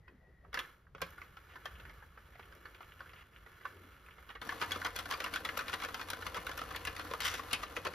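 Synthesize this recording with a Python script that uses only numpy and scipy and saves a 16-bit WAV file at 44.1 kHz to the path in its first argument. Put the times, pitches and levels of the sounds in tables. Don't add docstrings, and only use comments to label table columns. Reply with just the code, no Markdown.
import sys
import numpy as np
from scipy import signal
from scipy.fft import rfft, irfft, next_fast_len
from scipy.io import wavfile
from scipy.ndimage import uniform_filter1d

SR = 44100
rng = np.random.default_rng(int(sys.argv[2]) if len(sys.argv) > 2 else 0)


def store_wav(level_fs):
    pcm = np.round(np.clip(np.atleast_2d(level_fs), -1, 1) * 32767)
    wavfile.write(sys.argv[1], SR, pcm.T.astype(np.int16))


N = 350154
TIME = np.arange(N) / SR
RESPONSE_SIZE = 8192
RESPONSE_TIME = np.arange(RESPONSE_SIZE) / SR
START_S, PUSH_S = 0.97, 4.415

# f/Hz, level/dB
AIR_SPECTRUM = [(30, -6), (160, -4.5), (230, -14.5), (480, -13.5), (800, -19.5), (1300, -20), (3000, -31.5),
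                (6000, -41), (16000, -45)]
RUMBLE_SPECTRUM = [(20, -25.5), (27, -34), (36, -17), (52, 3), (80, -4), (115, -13), (165, -14),
                   (230, -24.5), (500, -54), (1500, -62)]
SLIDE_SPECTRUM = [(60, -22.5), (220, -14.5), (420, -5.5), (520, -5.5), (800, -13.5), (1150, -6), (1500, -3),
                  (2000, -8.5), (2500, -12), (3200, -13.5), (4500, -20.5), (7500, -23), (12000, -20),
                  (16000, -23)]
TICK_SPECTRUM = [(300, -25), (900, -18), (1450, -4), (3000, 2), (5000, -33), (12000, -33)]
GRIND_SPECTRUM = [(60, 1), (200, -1.5), (300, 3.5), (370, 0), (510, -5), (800, 0), (1150, 2), (1600, 1),
                  (2300, -4.5), (3200, -7.5), (4500, -10), (7500, -13), (12000, -11.5), (16000, -16.5)]
GEAR_SPECTRUM = [(100, -20), (200, -9.5), (310, -3.5), (365, -18), (450, 0.5), (530, -1), (700, -6.5),
                 (1100, -29), (2000, -27.5)]
RASP_SPECTRUM = [(200, -26), (800, -6), (1400, 2.5), (2800, -0.5), (4200, -2), (7000, -7), (12000, -12),
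                 (16000, -17)]
KNOCK_SPECTRUM = [(80, -26), (200, -2.5), (320, -1), (520, 14), (800, -9.5), (1300, -33), (3000, -24),
                  (12000, -52)]
SNAP_SPECTRUM = [(1500, -40), (4000, -9), (6000, 17), (8000, -7), (12000, 16), (16000, 4)]
JUDDER_SPECTRUM = [(200, -14.5), (500, -16), (800, -2.5), (1250, 1.5), (1800, -5), (3000, -5), (5000, -9),
                   (8000, -11), (16000, -21)]
CLICK_SPECTRUM = [(60, -6), (200, -5.5), (500, 9), (800, 2), (1050, 1.5), (1500, 4), (2200, 0.5),
                  (3200, -5), (5300, -10.5), (7500, -20), (12000, -22.5), (16000, -30.5)]
# f/Hz, phase lag of the left/rad, left minus right/dB, diffuse share (0-1)
PORT_RESPONSE = [(100, 0, 0, .01), (400, 0, -1, .14), (800, -.1, 2, .4), (1300, .3, .3, .22),
                 (2000, 0, 1.2, .17), (3100, -.8, 2.8, .27), (4600, -.4, 3, .33), (6200, 1, 2, .33),
                 (8400, 3.14, 0, .03), (11200, 6.1, -.3, .1), (12600, 6.5, -.3, .06), (15500, 9.4, 0, .15)]
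# f/Hz, t60/s, level/dB
SHELL_MODES = [(177, 0.25, -15), (322, 0.16, -16), (495, 0.13, -15.5), (540, 0.11, -12.5), (1005, 0.04, -9),
               (1155, 0.05, -4.5), (1298, 0.055, -7), (1455, 0.03, -7), (1752, 0.07, -13),
               (2050, 0.03, -6.5), (2903, 0.02, -5.5), (3380, 0.035, -5)]
# t/s, level/dB
RUMBLE_ENVELOPE = [(0.0, -51.5), (0.04, -64), (0.64, -58.5), (0.79, -71.5), (0.97, -54.5), (1.44, -64),
                   (1.81, -55), (2.2, -61.5), (4.16, -63), (4.47, -59), (6.15, -63.5), (6.26, -55.5),
                   (7.94, -56.5)]
# t/s, level/dB
BASE_BUMPS = [(1.019, -47), (4.451, -51), (4.629, -54), (6.37, -51.5), (7.855, -51)]
# t/s, half length/s, f/Hz, level/dB
BEDDING_RUSTLES = [(0.125, 0.035, 310, -67), (0.274, 0.045, 506, -71.5), (0.466, 0.03, 485, -68.5),
                   (1.56, 0.035, 470, -66.5), (1.845, 0.075, 460, -69), (2.577, 0.12, 424, -69.5),
                   (3.805, 0.067, 320, -64)]
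# t/s, f/Hz, level/dB
RUB_CONTOUR = [(0.0, 1990, -89), (0.06, 1920, -69), (0.14, 1870, -78), (0.2, 1950, -77), (0.27, 1910, -74),
               (0.4, 1900, -74.5), (0.62, 1850, -96), (0.7, 1880, -130)]
# t/s, half length/s, dip/dB
HAND_HESITATIONS = [(0.94, 0.085, 12), (1.318, 0.13, 2.5), (2.13, 0.14, 4), (3.3, 0.038, 5),
                    (3.852, 0.068, -2), (4.382, 0.042, 9), (4.928, 0.052, 2), (6.085, 0.17, 1.5),
                    (7.845, 0.14, 3.5)]
# t/s, level/dB
HOUSING_KNOCKS = [(0.547, -62), (0.949, -42), (1.021, -33.5), (1.657, -49.5), (4.761, -37.5),
                  (5.576, -38.5), (5.733, -44), (5.85, -36.5), (6.133, -43), (7.112, -34), (7.771, -33),
                  (7.868, -29.5)]
# t/s, length/s, level/dB
NEEDLE_SCRAPES = [(1.487, 0.062, -59), (2.343, 0.025, -64), (3.171, 0.061, -57)]
# t/s, f/Hz, level/dB
NEEDLE_SQUEAKS = [(1.655, 3220, -44.5), (4.718, 3360, -33.5), (5.14, 4750, -41), (5.24, 2790, -37.5),
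                  (5.452, 3400, -43), (5.489, 2950, -42), (6.876, 2820, -36.5)]
# t/s, level/dB
HOOK_SNAPS = [(1.017, -36), (1.105, -47.5), (1.661, -43), (2.551, -51), (4.416, -61), (5.576, -30),
              (5.945, -40), (6.103, -38), (6.346, -46), (6.467, -37), (6.577, -32.5), (6.763, -38),
              (7.204, -37)]
# t/s, level/dB, tock f/Hz, brightness/dB
NEEDLE_DROPS = [(0.08, -45.5, 2500, -28), (0.447, -47.5, 1600, -56), (0.53, -36, 1520, -19),
                (0.543, -26.5, 1860, -7), (0.548, -28.5, 1220, -32), (0.573, -25, 1950, -23),
                (0.591, -27, 1230, -10), (0.649, -44, 1420, -47), (0.868, -54.5, 1380, -47),
                (0.949, -40, 1410, -19), (0.981, -44.5, 1350, -23), (1.006, -42.5, 1500, -21),
                (1.017, -24.5, 1090, -9), (1.18, -40, 1410, -39), (1.216, -36.5, 2140, -18),
                (1.369, -40.5, 1560, -19), (1.557, -37.5, 1440, -23), (1.656, -28.5, 1890, -13.5),
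                (1.799, -42.5, 1390, -17), (1.852, -42.5, 2030, -24), (1.895, -41.5, 2000, -19),
                (2.025, -43, 1670, -42), (2.175, -42, 1330, -30), (2.355, -44, 2000, -31),
                (2.395, -37.5, 1900, -31), (2.524, -42, 1490, -21), (2.655, -37.5, 1700, -27),
                (2.747, -44.5, 2800, -16), (2.806, -36.5, 1020, -35), (3.006, -35, 1100, -32),
                (3.06, -48, 1540, -52), (3.134, -42, 1310, -20.5), (3.463, -41.5, 2000, -30),
                (3.61, -43.5, 1460, -35), (3.653, -28.5, 1380, -29), (4.062, -50, 2430, -8),
                (4.086, -46.5, 1610, -30), (4.182, -43, 2220, -35), (4.291, -39, 1300, -23),
                (4.302, -36, 3500, -25), (4.353, -33.5, 1900, -30), (4.416, -31.5, 1280, -20),
                (4.492, -27, 1780, -17), (4.521, -30, 1150, -29), (4.615, -23, 1220, -16),
                (4.624, -22.5, 1120, -16), (4.636, -31, 1250, -33), (4.709, -30.5, 1500, -10),
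                (4.719, -26, 1540, -2.5), (4.749, -35, 1900, -17), (4.758, -31, 1400, -14),
                (4.817, -30, 1570, -52), (4.848, -25, 1100, -10), (4.857, -26.5, 1290, -30),
                (4.866, -26.5, 1130, -26), (4.962, -28.5, 1470, -0.5), (4.989, -26, 1200, -5),
                (5.057, -33, 1400, -13), (5.111, -26, 1100, -11), (5.124, -26, 1210, -13),
                (5.138, -28.5, 1100, -17), (5.203, -28, 1200, -13), (5.218, -31.5, 1380, -22),
                (5.242, -26.5, 1230, -7.5), (5.262, -28.5, 1510, -24), (5.338, -27, 1430, -7),
                (5.359, -24, 1520, -7.5), (5.451, -26, 1210, -11), (5.49, -26.5, 1270, -18),
                (5.573, -26.5, 1140, -2), (5.591, -25.5, 1410, -10), (5.61, -29.5, 1260, -20),
                (5.682, -32.5, 1330, -7), (5.696, -32.5, 1450, -12), (5.731, -27, 2800, -20),
                (5.737, -27, 1100, -16), (5.801, -36, 1490, -9), (5.821, -30, 1170, -16),
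                (5.838, -28.5, 1080, -24), (5.848, -29, 1440, -8.5), (5.886, -31.5, 1250, -27),
                (5.944, -28, 1210, -9.5), (5.995, -32.5, 960, -26), (6.013, -31.5, 1740, -7),
                (6.086, -35.5, 1020, -5.5), (6.102, -28.5, 1160, 1), (6.132, -27.5, 1410, -21),
                (6.223, -32, 1500, -12), (6.266, -27.5, 1170, -12.5), (6.345, -30.5, 1490, -9),
                (6.361, -27, 1230, -35), (6.373, -28, 1170, -32), (6.467, -28, 1490, -11),
                (6.492, -30, 1270, -30), (6.515, -33, 1310, -9), (6.576, -32.5, 1300, -6),
                (6.591, -30.5, 1140, -20), (6.616, -28.5, 1260, -34), (6.709, -33.5, 1120, -17),
                (6.748, -31, 1000, -30), (6.761, -31, 2940, -7), (6.851, -31, 2000, 1.5),
                (6.872, -26, 1120, -12.5), (6.965, -34.5, 1140, -6), (6.995, -29.5, 1320, -12),
                (7.012, -37.5, 1290, -12), (7.067, -39, 1900, -20), (7.112, -31.5, 1220, -14),
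                (7.137, -26, 1140, -28), (7.204, -28, 3320, -2.5), (7.255, -26.5, 1400, -1.5),
                (7.34, -28, 1760, -5), (7.395, -30, 1110, -15.5), (7.512, -32, 1140, -10),
                (7.531, -19, 2590, -5), (7.633, -28, 1290, -9.5), (7.766, -26.5, 1160, -13),
                (7.853, -23.5, 1090, -23), (7.868, -27.5, 1500, -14.5), (7.936, -35.5, 1400, -21)]


def undb(db):
    return 10 ** (np.asarray(db) / 20)


def unit(x):
    return x / np.sqrt(np.mean(x ** 2))


def fade(t, t60):
    return undb(-60 * t / t60)


def curve(rows, column=1):
    rows = np.array(rows)
    return np.interp(TIME, rows[:, 0], rows[:, column])


def over_pitch(rows, size):
    hz, *columns = np.transpose(rows)
    log_bins = np.log(np.fft.rfftfreq(size, 1 / SR) + 1)
    return [np.interp(log_bins, np.log(hz), column) for column in columns]


def colour(x, rows):
    size = next_fast_len(x.shape[-1] // 2 + 1) * 2
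    cepstrum = irfft(np.log(undb(over_pitch(rows, size)[0])))
    cepstrum[1:size // 2] *= 2
    cepstrum[size // 2 + 1:] = 0
    return irfft(rfft(x, size) * np.exp(rfft(cepstrum)))[..., :x.shape[-1]]


def wander(rate_hz):
    hold = int(SR / rate_hz)
    steps = np.repeat(rng.standard_normal(N // hold + 1), hold)
    return unit(uniform_filter1d(steps, hold)[:N])


def resonance(hz, width_hz):
    band = signal.butter(2, [hz - width_hz / 2, hz + width_hz / 2], "band", fs=SR, output="sos")
    return unit(signal.sosfilt(band, rng.standard_normal(N)))


def add(out, s, sound):
    start = int(s * SR)
    out[:, start:start + sound.shape[1]] += sound[:, :N - start]


def shell(tick_db=1, wall_db=-7, modes_db=-8, detune=0.0068):
    t = RESPONSE_TIME
    tick, crack, wall = rng.standard_normal((3, 2, RESPONSE_SIZE))
    tick = signal.lfilter(*signal.butter(2, 6000, "high", fs=SR), tick) * fade(t, t60=0.0009)
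    crack = crack * fade(t, t60=0.017)
    wall = signal.lfilter(*signal.butter(2, 5000, fs=SR), wall) * fade(t, t60=0.086)
    dense = unit(undb(tick_db) * tick + crack + undb(wall_db) * wall)
    phases = rng.uniform(0, 2 * np.pi, (len(SHELL_MODES), 2, 1))
    tunings = 1 + detune * rng.standard_normal(len(SHELL_MODES))
    modes = sum(undb(db) * unit(np.sin(2 * np.pi * hz * tuning * t + phase) * fade(t, t60))
                for (hz, t60, db), phase, tuning in zip(SHELL_MODES, phases, tunings))
    return dense + undb(modes_db) * modes / 2


def friction(spectrum, taps_per_s, spread_db, spots):
    out = 0
    for _ in range(spots):
        slips = rng.random(N) < taps_per_s / spots / SR
        strength = undb(spread_db * np.minimum(rng.exponential(size=N), 4))
        taps = slips * strength * rng.choice([-1, 1], size=N)
        out = out + signal.oaconvolve(taps[None], shell(tick_db=-5), axes=1)[:, :N]
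    return unit(colour(out, spectrum))


def hesitation_db():
    return sum(dip * np.exp(-((TIME - s) / half) ** 2) for s, half, dip in HAND_HESITATIONS)


def effort_db(rest_db=-83, slow_db=-60, fast_db=-49, ease_db_per_s=0.5):
    pushed_db = fast_db - ease_db_per_s * (TIME - PUSH_S)
    return np.select([TIME < START_S, TIME < PUSH_S], [rest_db, slow_db], pushed_db) - hesitation_db()


def drop_envelope(t60, ahead=False):
    drops = np.zeros(N)
    for s, db, *_ in NEEDLE_DROPS:
        drops[int(s * SR)] = undb(db)
    way = -1 if ahead else 1
    return signal.lfilter([1], [1, -fade(1 / SR, t60)], drops[::way])[::way]


def room_air(db=-70):
    return unit(colour(rng.standard_normal((2, N)), AIR_SPECTRUM)) * undb(db)


def base_rumble(rumble_db=-1, boom_db=-11):
    rumble = unit(colour(rng.standard_normal((2, N)), RUMBLE_SPECTRUM))
    boom = resonance(hz=89, width_hz=3.85)
    return rumble * undb(curve(RUMBLE_ENVELOPE) + rumble_db) + boom * undb(effort_db() + boom_db)


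def base_bumps(hz=172, attack_s=0.0092, t60=0.17):
    out = np.zeros((2, N))
    t = RESPONSE_TIME
    envelope = (1 - np.exp(-t / attack_s)) * fade(t, t60)
    for s, db in BASE_BUMPS:
        pitch = hz * (1 + 0.044 * rng.standard_normal())
        thud = np.sqrt(2) * np.sin(2 * np.pi * pitch * t) * envelope
        add(out, s, undb(db) * thud[None])
    return out


def bedding_rustles(sink=0.21, relative_width=0.47):
    out = np.zeros(N)
    for s, half, hz, db in BEDDING_RUSTLES:
        for way in (1, -1):
            centre_hz = hz * np.exp(way * sink)
            swell = np.exp(-((TIME - s) / half + way / 2) ** 2)
            out += undb(db) * swell * resonance(centre_hz, centre_hz * relative_width)
    return out


def ring_rub(grain_hz=85, flutter_db=2.5):
    lowpass = signal.butter(2, grain_hz, fs=SR, output="sos")
    grain = unit(signal.sosfilt(lowpass, rng.standard_normal(N)))
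    carrier = np.sqrt(2) * np.sin(2 * np.pi * np.cumsum(curve(RUB_CONTOUR)) / SR)
    return carrier * grain * undb(curve(RUB_CONTOUR, 2) + flutter_db * wander(rate_hz=48.5))


def housing_drone(db=-60.5, fullest_s=6.83, swell_s=1.0, depth_db=12):
    swell = np.exp(-((TIME - fullest_s) / swell_s) ** 2)
    drone = np.array([resonance(hz=510, width_hz=65) for _ in range(2)])
    return drone * undb(db - depth_db * (1 - swell)) * (TIME > PUSH_S)


def housing_knocks(gain_db=-21, bedding_t60=0.6):
    out = np.zeros((2, N))
    damping = fade(RESPONSE_TIME, bedding_t60)
    for s, db in HOUSING_KNOCKS:
        add(out, s, undb(db + gain_db) * unit(colour(shell() * damping, KNOCK_SPECTRUM)))
    return out


def ring_rasp(start_s=7.2, attack_s=0.05, length_s=0.22, release_s=0.04, db=-30, sag_db_per_s=101):
    t = np.clip(TIME - start_s, 0, length_s)
    gate = np.minimum(t / attack_s, 1) * np.minimum((length_s - t) / release_s, 1)
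    rasp = friction(RASP_SPECTRUM, taps_per_s=800, spread_db=3, spots=4)
    return rasp * gate * undb(db - sag_db_per_s * t)


def ring_friction(slide_db=-3, tick_db=-15, grind_db=-1, gear_db=-7, scrape_db=-24, settle_db=-33):
    slow = TIME < PUSH_S
    effort = undb(effort_db() + 0.43 * wander(rate_hz=25))
    slide = friction(SLIDE_SPECTRUM, taps_per_s=1200, spread_db=1.35, spots=4)
    ticking = friction(TICK_SPECTRUM, taps_per_s=30, spread_db=6.5, spots=3) * undb(tick_db)
    grind = friction(GRIND_SPECTRUM, taps_per_s=750, spread_db=3, spots=5) * undb(grind_db)
    gears = friction(GEAR_SPECTRUM, taps_per_s=520, spread_db=2, spots=3) * undb(gear_db)
    running = effort * (ticking + np.where(slow, slide * undb(slide_db), grind + gears))
    dull_slide = colour(slide, [(2000, 0), (8000, -10)])
    scrape = dull_slide * undb(scrape_db) * drop_envelope(t60=0.028, ahead=True)
    settle = slide * undb(settle_db) * drop_envelope(t60=0.49) * slow
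    return running + (scrape + settle) * undb(-hesitation_db())


def needle_scrapes(edge_s=0.0039):
    gate = sum(undb(db) * np.clip(np.minimum(TIME - s, s + length - TIME) / edge_s, 0, 1)
               for s, length, db in NEEDLE_SCRAPES)
    drag = friction(RASP_SPECTRUM, taps_per_s=1100, spread_db=0, spots=2)
    return colour(drag, [(2500, 0), (5000, -13)]) * gate


def needle_squeaks(gain_db=-1, swell_s=0.0025, sag_per_s=1.5, waver=0.01):
    out = np.zeros((2, N))
    t = RESPONSE_TIME
    swell = t / swell_s * np.exp(1 - t / swell_s)
    for s, hz, db in NEEDLE_SQUEAKS:
        jitter = unit(uniform_filter1d(rng.standard_normal(RESPONSE_SIZE), size=40))
        pitch = hz * (1 - sag_per_s * t + waver * jitter)
        phase = 2 * np.pi * np.cumsum(pitch) / SR + rng.uniform(0, 2 * np.pi, (2, 1))
        add(out, s, undb(db + gain_db) * swell * np.sqrt(2) * np.sin(phase))
    return out


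def hook_snaps(t60=0.016):
    out = np.zeros((2, N))
    for s, db in HOOK_SNAPS:
        burst = rng.standard_normal((2, RESPONSE_SIZE)) * fade(RESPONSE_TIME, t60)
        tick = colour(burst, SNAP_SPECTRUM)
        add(out, s, undb(db) * tick / np.abs(tick).max())
    return out


def needle_rattle(db=-16.5, t60=0.06):
    grit = friction(RASP_SPECTRUM, taps_per_s=300, spread_db=3, spots=5)
    return grit * undb(db) * drop_envelope(t60) * (TIME > PUSH_S)


def needle_judder(db=-19, t60=0.051):
    taps = friction(JUDDER_SPECTRUM, taps_per_s=500, spread_db=4.5, spots=5)
    return taps * undb(db) * drop_envelope(t60, ahead=True) * (TIME > PUSH_S)


def contact_force(chatter_s, bounces=10, rebound=0.74, cutoff_hz=4000):
    lateness = rng.exponential(size=bounces)
    samples = (lateness * chatter_s * SR).astype(int) % RESPONSE_SIZE
    strengths = rebound * np.exp(-lateness / 2) * rng.choice([-1, 1], size=bounces)
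    force = np.zeros(RESPONSE_SIZE)
    np.add.at(force, samples, strengths)
    force = signal.lfilter(*signal.butter(1, cutoff_hz, fs=SR), force)
    force[0] += 1
    return force


def needle_clicks(gain_db=-21, chatter_s=0.0048, tock_db=6.5, ping_db=2.5, body_db=-10, body_db_per_s=1.5):
    out = np.zeros((2, N))
    _, mean_db, _, mean_brightness = np.mean(NEEDLE_DROPS, axis=0)
    for s, db, tock_hz, brightness in NEEDLE_DROPS:
        force = contact_force(chatter_s * undb(0.3 * (db - mean_db)))
        click = signal.fftconvolve(shell(), force[None])[:, :RESPONSE_SIZE]
        click = colour(click, CLICK_SPECTRUM)
        click = colour(click, [(tock_hz / np.sqrt(2), 0), (tock_hz, tock_db), (tock_hz * np.sqrt(2), 0)])
        ping_hz = 4200 * np.exp(0.35 * rng.standard_normal())
        ping = [(ping_hz * np.exp(-0.15), 0), (ping_hz, ping_db), (ping_hz * np.exp(0.15), 0)]
        click = colour(click, ping)
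        edge_db, top_db = (brightness - mean_brightness) * np.array([0.58, 1.33])
        click = unit(colour(click, [(1800, 0), (3200, edge_db), (5000, edge_db), (9000, top_db)]))
        bass_db = body_db + body_db_per_s * max(s - PUSH_S, 0)
        add(out, s, undb(db + gain_db) * colour(click, [(600, bass_db), (1000, 0)]))
    return out


def room(x, t60=0.26, wet_db=-11, delay_s=0.0009):
    t = np.arange(SR // 2) / SR
    onset = np.clip(t / delay_s - 1, 0, 1)
    tail = rng.standard_normal((2, len(t))) * fade(t, t60) * onset
    tail = colour(tail / np.sqrt(np.sum(tail ** 2) / 2), [(2000, 0), (6000, -2)])
    return x + undb(wet_db) * signal.oaconvolve(x, tail, axes=1)[:, :N]


def ports(x):
    lag, balance_db, share = over_pitch(PORT_RESPONSE, N)
    direct, diffuse = rfft(x) * np.sqrt([1 - share / 2, share / 2])
    side = np.array([[1], [-1]])
    return irfft((direct + side * diffuse) * undb(side * balance_db / 2) * np.exp(-1j * side * lag / 2), N)


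def scene(slow_pan_db=-2, fast_pan_db=0.6):
    needles = needle_clicks() + needle_judder() + needle_rattle() + needle_squeaks() + hook_snaps()
    mechanism = housing_knocks() + ring_friction() + ring_rasp() + needle_scrapes()
    undertones = housing_drone() + ring_rub() + bedding_rustles()
    machine = ports(room(needles + mechanism + undertones))
    background = ports(room_air() + base_rumble() + base_bumps())
    pan_db = np.where(TIME < PUSH_S, slow_pan_db, fast_pan_db)
    return background + machine * undb(np.array([pan_db, -pan_db]) / 2)


def record(dry, top_hz=15500):
    return signal.sosfilt(signal.ellip(8, 0.2, 70, top_hz, fs=SR, output="sos"), dry)


dry = scene()
out = record(dry)
store_wav(out)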